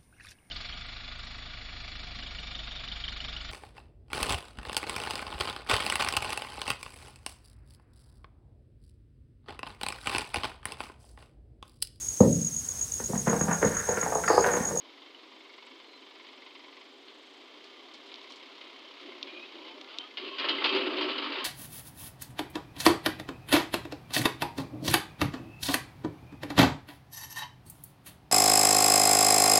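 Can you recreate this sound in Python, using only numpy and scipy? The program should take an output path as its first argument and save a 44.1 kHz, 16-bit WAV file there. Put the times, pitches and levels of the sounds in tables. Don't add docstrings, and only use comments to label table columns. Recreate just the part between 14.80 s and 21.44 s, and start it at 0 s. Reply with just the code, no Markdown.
import sys
import numpy as np
from scipy import signal
from scipy.fft import rfft, irfft, next_fast_len
from scipy.io import wavfile

SR = 44100
rng = np.random.default_rng(int(sys.argv[2]) if len(sys.argv) > 2 else 0)


def dump(signal):
    limited = np.clip(np.atleast_2d(signal).T, -1, 1)
    pcm = np.round(limited * 32767).astype(np.int16)
    wavfile.write(sys.argv[1], SR, pcm)


N = 292956
TIME = np.arange(N) / SR


def from_db(db):
    return 10 ** (np.asarray(db) / 20)


def rms_one(x):
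    return x / np.sqrt(np.mean(x ** 2) + 1e-20)


def in_time(rows):
    s, *columns = np.transpose(rows)
    return [np.interp(TIME, s, c) for c in columns]


def noise():
    return rng.standard_normal(N)


def drift(per_s):
    knots = rng.standard_normal(4096)
    return rms_one(np.interp(TIME * per_s, np.arange(len(knots)), knots))


def grains(per_s, spread_db):
    size_db = spread_db * np.minimum(rng.exponential(1, N), 4)
    sizes = from_db(size_db) * rng.choice([-1, 1], N)
    return rms_one(sizes * (rng.random(N) < per_s / SR))


def butterworth(x, order, edge_hz, kind="low"):
    return signal.sosfilt(signal.butter(order, edge_hz, kind, fs=SR, output="sos"), x)


def soften(x, edge_hz):
    return butterworth(x, 8, min(edge_hz, SR / 3))


def colour(x, spectrum):
    hz, db = np.transpose(spectrum)
    size = 2 * next_fast_len(N // 2 + 4096)
    grid_hz = np.maximum(np.arange(size // 2 + 1) * SR / size, 1)
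    gain = rms_one(from_db(np.interp(np.log(grid_hz), np.log(hz), db)))
    cepstrum = irfft(np.log(gain))
    cepstrum[1:size // 2] *= 2
    cepstrum[size // 2 + 1:] = 0
    return irfft(rfft(x, size) * np.exp(rfft(cepstrum)))[:N]


def resonate(x, hz, width_hz):
    r = np.exp(-np.pi * width_hz / SR)
    zeros = np.array([1, 0, -1]) * (1 - r * r) / 2
    poles = [1, -2 * r * np.cos(2 * np.pi * hz / SR), r * r]
    return signal.lfilter(zeros, poles, x)


def width_of(t60_s):
    return np.log(1000) / (np.pi * t60_s)


def narrow_band(pitch_hz, width_hz, steady):
    phase = 2 * np.pi * np.cumsum(pitch_hz) / SR
    in_phase = (steady + drift(width_hz)) * np.sin(phase)
    quadrature = drift(width_hz) * np.cos(phase)
    return rms_one(in_phase + quadrature)


def dying(start_s, decay_s):
    return (TIME >= start_s) * np.exp(-np.abs(TIME - start_s) / decay_s)


def together(*levels):
    return np.sqrt(sum(level ** 2 for level in levels))


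def swells(rows, attack_s, release_s):
    power = 0
    for start_s, length_s, db, *_ in rows:
        rise = np.clip((TIME - start_s) / attack_s, 0, 1)
        fall = np.exp(-np.maximum(TIME - start_s - length_s, 0) / release_s)
        power = power + (from_db(db) * rise * fall) ** 2
    return np.sqrt(power)


# (time [s], firing rate [1/s])
FIRING_RATE = [(0.0, 24.1), (0.4, 23.14), (1.45, 22.44), (2.3, 23.63), (2.6, 29.57), (3.2, 34.5),
               (3.5, 31.73), (3.8, 33.51), (4.3, 33.12), (5.4, 29.47), (6.64, 27.79)]
# (time [s], relative level [dB])
EFFORT_CURVE = [(0, -57.5), (.2, -56), (.55, -53), (.93, -52.5), (1.08, -56.5), (1.27, -52.5),
                (1.97, -52.5), (2.1, -61), (2.9, -55.5), (3.78, -51.5), (4.4, -52), (6.64, -58.5)]
# (frequency [Hz], relative density [dB])
KNOCK_SPECTRUM = [(200, 0), (350, 2), (750, -9.5), (1050, 7), (1650, -12), (2100, 4.5), (2550, 0),
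                  (3100, 2), (4000, -4), (4900, -5), (5700, -15), (7000, -36.5), (9500, -50.5)]
# (frequency [Hz], width [Hz], relative level [dB])
FIRING_RINGS = [(1027, 290, -12.5), (2093, 126, 2), (2195, 85, 4.5), (3015, 220, -5), (3720, 580, -8.5)]
# (frequency [Hz], relative density [dB])
RUSH_SPECTRUM = [(200, 5.5), (290, 2.5), (480, -1.5), (780, -4), (1150, -7), (1700, -9.5), (2300, -7.5),
                 (3500, -2.5), (4900, -12), (5800, -22), (6800, -25.5), (8200, -38), (10000, -40),
                 (14000, -57)]
# (frequency [Hz], width [Hz], relative level [dB])
BLOCK_MODES = [(285, 73, -5.5), (334, 33, -9.5), (392.2, 4.5, 6.5), (977, 14, -5.5), (1184, 15, -6),
               (1730, 4, -2.5), (3128, 29, -1)]
# (time [s], level [dB])
FINE_HISS = [(0, -93), (.55, -81), (2.25, -80.5), (2.53, -75.5), (2.68, -83.5), (3.9, -82), (4.4, -90)]
IDLE_FIRINGS_PER_S, RUSH_DB_AT_IDLE, RUSH_DB_PER_DOUBLING = 23, -53.5, 3.5
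HISS_DELAY_S = .0395


def engine(decay_turns=0.39, onset_turns=0.12, uneven_db=1.5, ring_uneven_db=1.0, block_db=9):
    (per_s,), (knock_db,), (hiss_db,) = in_time(FIRING_RATE), in_time(EFFORT_CURVE), in_time(FINE_HISS)
    rush_db = RUSH_DB_AT_IDLE + RUSH_DB_PER_DOUBLING * np.log2(per_s / IDLE_FIRINGS_PER_S)

    turn = np.cumsum(per_s) / SR - onset_turns + 1
    firing, since = turn.astype(int), turn % 1
    strength = from_db(uneven_db * rng.standard_normal(512)[firing])
    build_up = 1 - np.exp(-(since / .075) ** 2)
    burst = strength * build_up * np.exp(-since / decay_turns)

    jolts = from_db(knock_db) * rms_one(burst * grains(per_s=14000, spread_db=-1.5))
    knock = from_db(-4.0) * colour(jolts, KNOCK_SPECTRUM)
    rush = from_db(rush_db) * colour(noise(), RUSH_SPECTRUM)

    shaking = from_db(knock_db) * rms_one(burst * noise())
    rings = 0
    for hz, width_hz, db in FIRING_RINGS:
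        drive = shaking * from_db(db + ring_uneven_db * rng.standard_normal(512)[firing])
        rings = rings + resonate(resonate(drive, hz, width_hz), hz, width_hz)

    steady = from_db(rush_db + 6.0) * noise()
    panels = sum(from_db(db) * resonate(steady, hz, width_hz) for hz, width_hz, db in BLOCK_MODES)
    body = from_db(block_db) * soften(panels + rings, edge_hz=6360)

    pulsed = np.cos(np.pi * (since - HISS_DELAY_S * per_s)) ** 2 * noise()
    hiss = from_db(hiss_db) * rms_one(butterworth(pulsed, 4, [5900, 8300], "band"))
    return knock + rush + body + hiss


# (time [s], frequency [Hz], t60 [s], peak level [dB])
METAL_PINGS = [(.347, 2980, .05, -41.5), (.866, 7900, 0.0085, -54), (2.283, 4200, 0.059, -48),
               (5.784, 2070, 0.086, -29.5)]


def pings():
    out = 0
    for s, hz, t60_s, db in METAL_PINGS:
        tone = np.sin(2 * np.pi * hz * (TIME - s))
        out = out + from_db(db) * dying(s, t60_s / np.log(1000)) * tone
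    return out


# (time [s], length [s], start frequency [Hz], end frequency [Hz], level [dB])
SQUEAL_EVENTS = [(1.028, .21, 4200, 4000, -63), (4.461, 0.15, 2410, 2466, -46.5),
                 (4.567, 0.11, 2416, 2630, -50), (4.466, 0.24, 3820, 3800, -58),
                 (4.81, 0.17, 3080, 3050, -51.5), (5.17, 0.085, 3080, 3150, -46),
                 (5.2, 0.098, 3230, 3310, -53), (5.412, 0.17, 562, 629, -56), (5.43, 0.19, 2730, 2590, -53),
                 (5.48, 0.1, 3270, 3120, -49), (5.481, 0.11, 1070, 1100, -46)]


def squeals(width_hz=85):
    out = np.zeros(N)
    for s, length_s, start_hz, end_hz, db in SQUEAL_EVENTS:
        done = np.clip((TIME - s) / length_s, 0, 1)
        pitch_hz = start_hz + (end_hz - start_hz) * done
        out += from_db(db) * np.sin(np.pi * done) * narrow_band(pitch_hz, width_hz, steady=0.55)
    return out


# (start [s], length [s], relative level [dB])
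SCRAPE_STROKES = [(3.25, 1, -51.5), (4.17, 0.22, -48.5), (4.45, 0.31, -48.5), (4.74, 0.15, -46),
                  (5.08, 0.14, -44), (5.37, 0.28, -37)]
# (start [s], length [s], relative level [dB], boom [Hz])
EARTH_SLIDES = [(4.205, 0.16, -49.5, 365), (4.433, 0.16, -50, 358), (4.73, 0.25, -52.5, 335),
                (5.382, 0.11, -47, 388), (5.65, 0.22, -42, 292), (5.91, 0.043, -30.5, 298.3),
                (6.01, 0.26, -36, 374.4), (6.395, 0.16, -46, 286.8)]
# (time [s], relative level [dB], decay [s])
BLOWS = [(1.467, -48.5, 0.0084), (2.281, -49, 0.0083), (3.813, -43.5, 0.0054), (4.471, -44.5, 0.017),
         (5.371, -35, 0.016), (5.584, -32.5, 0.016), (5.597, -34, 0.012), (5.646, -36, 0.014),
         (5.686, -26.5, 0.009), (5.693, -29.5, 0.018), (5.751, -37, .007), (5.82, -40.5, 0.012),
         (5.841, -23, 0.012), (5.867, -32.5, 0.018), (5.89, -33, .018), (5.925, -34, 0.0085),
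         (5.949, -32.5, 0.013), (5.964, -33.5, .012), (6.17, -37.5, 0.02), (6.211, -32.5, 0.024),
         (6.241, -35.5, 0.0067), (6.285, -35.5, 0.0073), (6.315, -35, 0.011), (6.381, -31.5, 0.0076),
         (6.441, -37.5, 0.012), (6.521, -34.5, 0.014), (6.584, -37, .018)]
SCRAPE_ATTACK_S, SCRAPE_RELEASE_S, SCRAPE_RUB_DB = 0.009, 0.062, -10
SPILL_ATTACK_S, SPILL_RELEASE_S, SPILL_RUB_DB = 0.011, 0.064, -10
SHUDDER_START_S, SHUDDER_ATTACK_S, SHUDDER_DB = 5.575, 0.049, -34.5
SHUDDER_RUB_DB, SHUDDER_TRICKLE_DB = -1.5, -7
AFTER_RATTLE_DB, AFTER_RUB_DB, AFTER_DECAY_S = -3.5, -9.5, 0.1


def bucket_load():
    scrape = swells(SCRAPE_STROKES, SCRAPE_ATTACK_S, SCRAPE_RELEASE_S)
    spill = swells(EARTH_SLIDES, SPILL_ATTACK_S, SPILL_RELEASE_S)
    age_s = np.maximum(TIME - SHUDDER_START_S, 0)
    shudder = from_db(SHUDDER_DB) * np.minimum(age_s / SHUDDER_ATTACK_S, 1)
    shaken = together(*(from_db(db) * dying(s, AFTER_DECAY_S) for s, db, _ in BLOWS))
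    earth = together(spill, from_db(SHUDDER_TRICKLE_DB) * shudder)
    rub = together(from_db(SCRAPE_RUB_DB) * scrape, from_db(SHUDDER_RUB_DB) * shudder,
                   from_db(AFTER_RUB_DB) * shaken, from_db(SPILL_RUB_DB) * spill)
    rattle = together(scrape, shudder, from_db(AFTER_RATTLE_DB) * shaken)
    return earth, rub, rattle


def clinks(force, per_s, t60_s, count=70):
    contacts = force * grains(per_s, spread_db=3.5)
    dealt = rng.integers(0, count, N)
    pitches_hz = np.linspace(1300, 5100, count) + rng.uniform(-25, 25, count)
    width_hz = width_of(t60_s)
    out = np.zeros(N)
    for k, hz in enumerate(pitches_hz):
        out += resonate(contacts * (dealt == k) + 1e-18, hz, width_hz)
    return out * np.sqrt(SR / (np.pi * width_hz))


# (frequency [Hz], relative level [dB], t60 [s])
BUCKET_MODES = [(301, 1.5, .4), (389, 2.5, .45), (511, -3, .4), (900, -5, .2), (1066, -.5, .3),
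                (1137, -5, .3), (1304, -5.5, .25), (2436, -2, .35), (2621, .5, .3), (2906, 0, .25),
                (2962, -3, .3), (3090, -5, .12), (3196, -.5, .3), (3656, -8, .25), (3820, -7, .3),
                (4296, -10, .2), (4619, -9, .25), (5270, -13, .2)]


def shell(earth, rub, force, ring_db=-15.0, contact_db=3):
    out = 0
    for hz, db, t60_s in BUCKET_MODES:
        width_hz = width_of(t60_s)
        level = earth if hz < 700 else rub if hz < 2000 else force
        contact = from_db(contact_db * drift(per_s=14))
        drive = level * contact * resonate(noise(), hz, hz / 2)
        ring = resonate(drive, hz, width_hz) * np.sqrt(SR / (np.pi * width_hz))
        out = out + from_db(db + ring_db) * ring
    return soften(out, edge_hz=5200)


# (time [s], relative level [dB])
CLOD_HITS = [(5.597, -35.5), (5.642, -31.5), (5.816, -30), (5.927, -35), (5.956, -30.5), (5.995, -40),
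             (6.035, -43), (6.209, -33), (6.32, -43.5), (6.555, -36.5)]
CLOD_DECAY_S = 0.039
# (frequency [Hz], relative density [dB])
STEEL_SPECTRUM = [(250, -4.5), (1200, -16), (1900, -8), (2500, -3), (3000, 5.5), (3450, 0.5), (4100, -2.5),
                  (4900, -7), (5330, -21), (5560, -23.5), (7000, -38), (10000, -71)]
RUB_SPECTRUM = [(250, 0.5), (550, -1.5), (750, -5), (920, 1.5), (1200, 3.5), (1700, -2), (2200, 1),
                (2800, 2), (5000, -21), (5700, -48), (10000, -64)]
EARTH_SPECTRUM = [(120, -5), (250, -3), (320, -3.5), (410, -4.5), (460, -18.5), (560, -8), (720, -20),
                  (1500, -38.5), (9000, -68.5)]


def bucket(rattle_db=-9, rub_db=-4.5, earth_db=-1.5, lumps_db=2.5, clink_db=-11.5, blow_body_db=-7):
    earth, rub, rattle = bucket_load()
    lumps = rms_one(from_db(lumps_db * drift(per_s=80)))
    blows = sum(from_db(db) * dying(s, decay_s) for s, db, decay_s in BLOWS)
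    clods = together(*(from_db(db) * dying(s, CLOD_DECAY_S) for s, db in CLOD_HITS))
    loose = from_db(rattle_db) * rattle * lumps
    force = together(loose, blows)

    chatter = from_db(clink_db) * clinks(force, per_s=1000, t60_s=.075)
    jostle = soften(loose * grains(per_s=5000, spread_db=2.1), edge_hz=5000)
    steel = colour(blows * noise() + jostle + chatter, STEEL_SPECTRUM)

    pressure = together(from_db(rub_db) * rub * lumps, from_db(blow_body_db) * blows, clods)
    rubbing = colour(pressure * grains(per_s=3000, spread_db=0.0), RUB_SPECTRUM)
    thuds = colour(from_db(earth_db) * earth * grains(per_s=900, spread_db=-1.0), EARTH_SPECTRUM)
    return steel + rubbing + thuds + shell(earth, together(rub, clods), force)


# (time [s], level [dB])
GRIT_CRUNCHES = [(2.841, -54.5), (3.138, -51.5), (3.263, -54), (3.428, -56), (3.499, -51), (3.521, -50.5),
                 (3.558, -50.5), (3.811, -61), (4.211, -55)]
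CRUNCH_DECAY_S = 0.017


def grit(centre_hz=3900, width_hz=2200, top_hz=8500):
    crush = together(*(from_db(db) * dying(s, CRUNCH_DECAY_S) for s, db in GRIT_CRUNCHES))
    cracks = grains(per_s=2400, spread_db=2)
    for _ in range(2):
        cracks = resonate(cracks, centre_hz, width_hz)
    return crush * rms_one(butterworth(cracks, 3, min(top_hz, SR / 3)))


# (time [s], relative level [dB], top edge [Hz])
STONE_SNAPS = [(2.8419, -40, 6500), (3.1443, -39, 9000), (3.3169, -35, 4000), (3.3415, -30.5, 6000),
               (3.3578, -34.5, 6500), (3.4151, -38, 5000), (4.4285, -20, 5900), (5.013, -31.5, 9000),
               (5.045, -36, 5500), (5.1858, -20.5, 14000)]
# (frequency [Hz], relative density [dB])
STONE_SPECTRUM = [(300, 10.5), (1500, -83), (2400, 2.5), (3700, 9.5), (4600, 1.5), (5650, -5), (6100, -11),
                  (9000, -26), (15000, -79)]


def stones(bounce_s=0.0025, bounce_db=-8, crumble_db=-21, crumble_s=0.004):
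    force = np.zeros(N)
    age_s = TIME[:SR // 10]
    for s, db, top_hz in STONE_SNAPS:
        snap = from_db(crumble_db) * np.exp(-age_s / crumble_s) * rng.standard_normal(len(age_s)) / 2
        snap[0] += 1
        snap[round(bounce_s * SR)] += from_db(bounce_db)
        force[round(s * SR):][:len(age_s)] += from_db(db) * soften(snap, top_hz)
    unit_peak = np.abs(colour(signal.unit_impulse(N), STONE_SPECTRUM)).max()
    return colour(force, STONE_SPECTRUM) / unit_peak


BOOM_DB = -3.5


def booms(width_hz=55, upper_ratio=1.8, upper_db=-12):
    out = 0
    for s, length_s, db, hz in EARTH_SLIDES:
        pitch_hz = np.full(N, hz)
        tone = narrow_band(pitch_hz, width_hz, steady=0.59)
        upper = from_db(upper_db) * narrow_band(upper_ratio * pitch_hz, width_hz, steady=.5)
        level = swells([(s, length_s, db + BOOM_DB)], SPILL_ATTACK_S, SPILL_RELEASE_S)
        out = out + level * (tone + upper)
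    return out


# (time [s], pitch [Hz], level [dB])
GROAN_CURVE = [(4.68, 140, -68), (4.85, 168, -55.5), (4.95, 182, -62), (5.11, 206, -57), (5.19, 235, -54),
               (5.26, 252, -56.5), (5.33, 256, -72)]
# (multiple of pitch [1], relative level [dB])
OVERTONES = [(3, -4), (4, -3), (5, 0), (6, -6), (7, -6)]


def groan(width_hz=48):
    pitch_hz, db = in_time(GROAN_CURVE)
    stack = sum(from_db(level_db) * narrow_band(k * pitch_hz, width_hz, steady=0.84)
                for k, level_db in OVERTONES)
    active = (TIME > GROAN_CURVE[0][0]) * (TIME < GROAN_CURVE[-1][0])
    return active * from_db(db) * rms_one(stack)


def scene():
    machine = engine() + pings() + squeals() + bucket()
    digging = grit() + stones() + booms() + groan()
    return (machine + digging)[None]


CUTOFF_HZ = 15500


def record(dry, bass_cut_hz=259, leak_db=-34.0, hiss_db=-83.5, rumble_db=-93):
    thin = butterworth(dry, 10, bass_cut_hz, "high")
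    bass = from_db(leak_db) * butterworth(dry, 2, [78, 145], "band")
    hiss = from_db(hiss_db) * noise()
    rumble = from_db(rumble_db) * rms_one(butterworth(noise(), 2, 130))
    top_cut = signal.ellip(10, .1, 80, CUTOFF_HZ, fs=SR, output="sos")
    return signal.sosfilt(top_cut, thin + bass + hiss + rumble)


dry = scene()
out = record(dry)
dump(out)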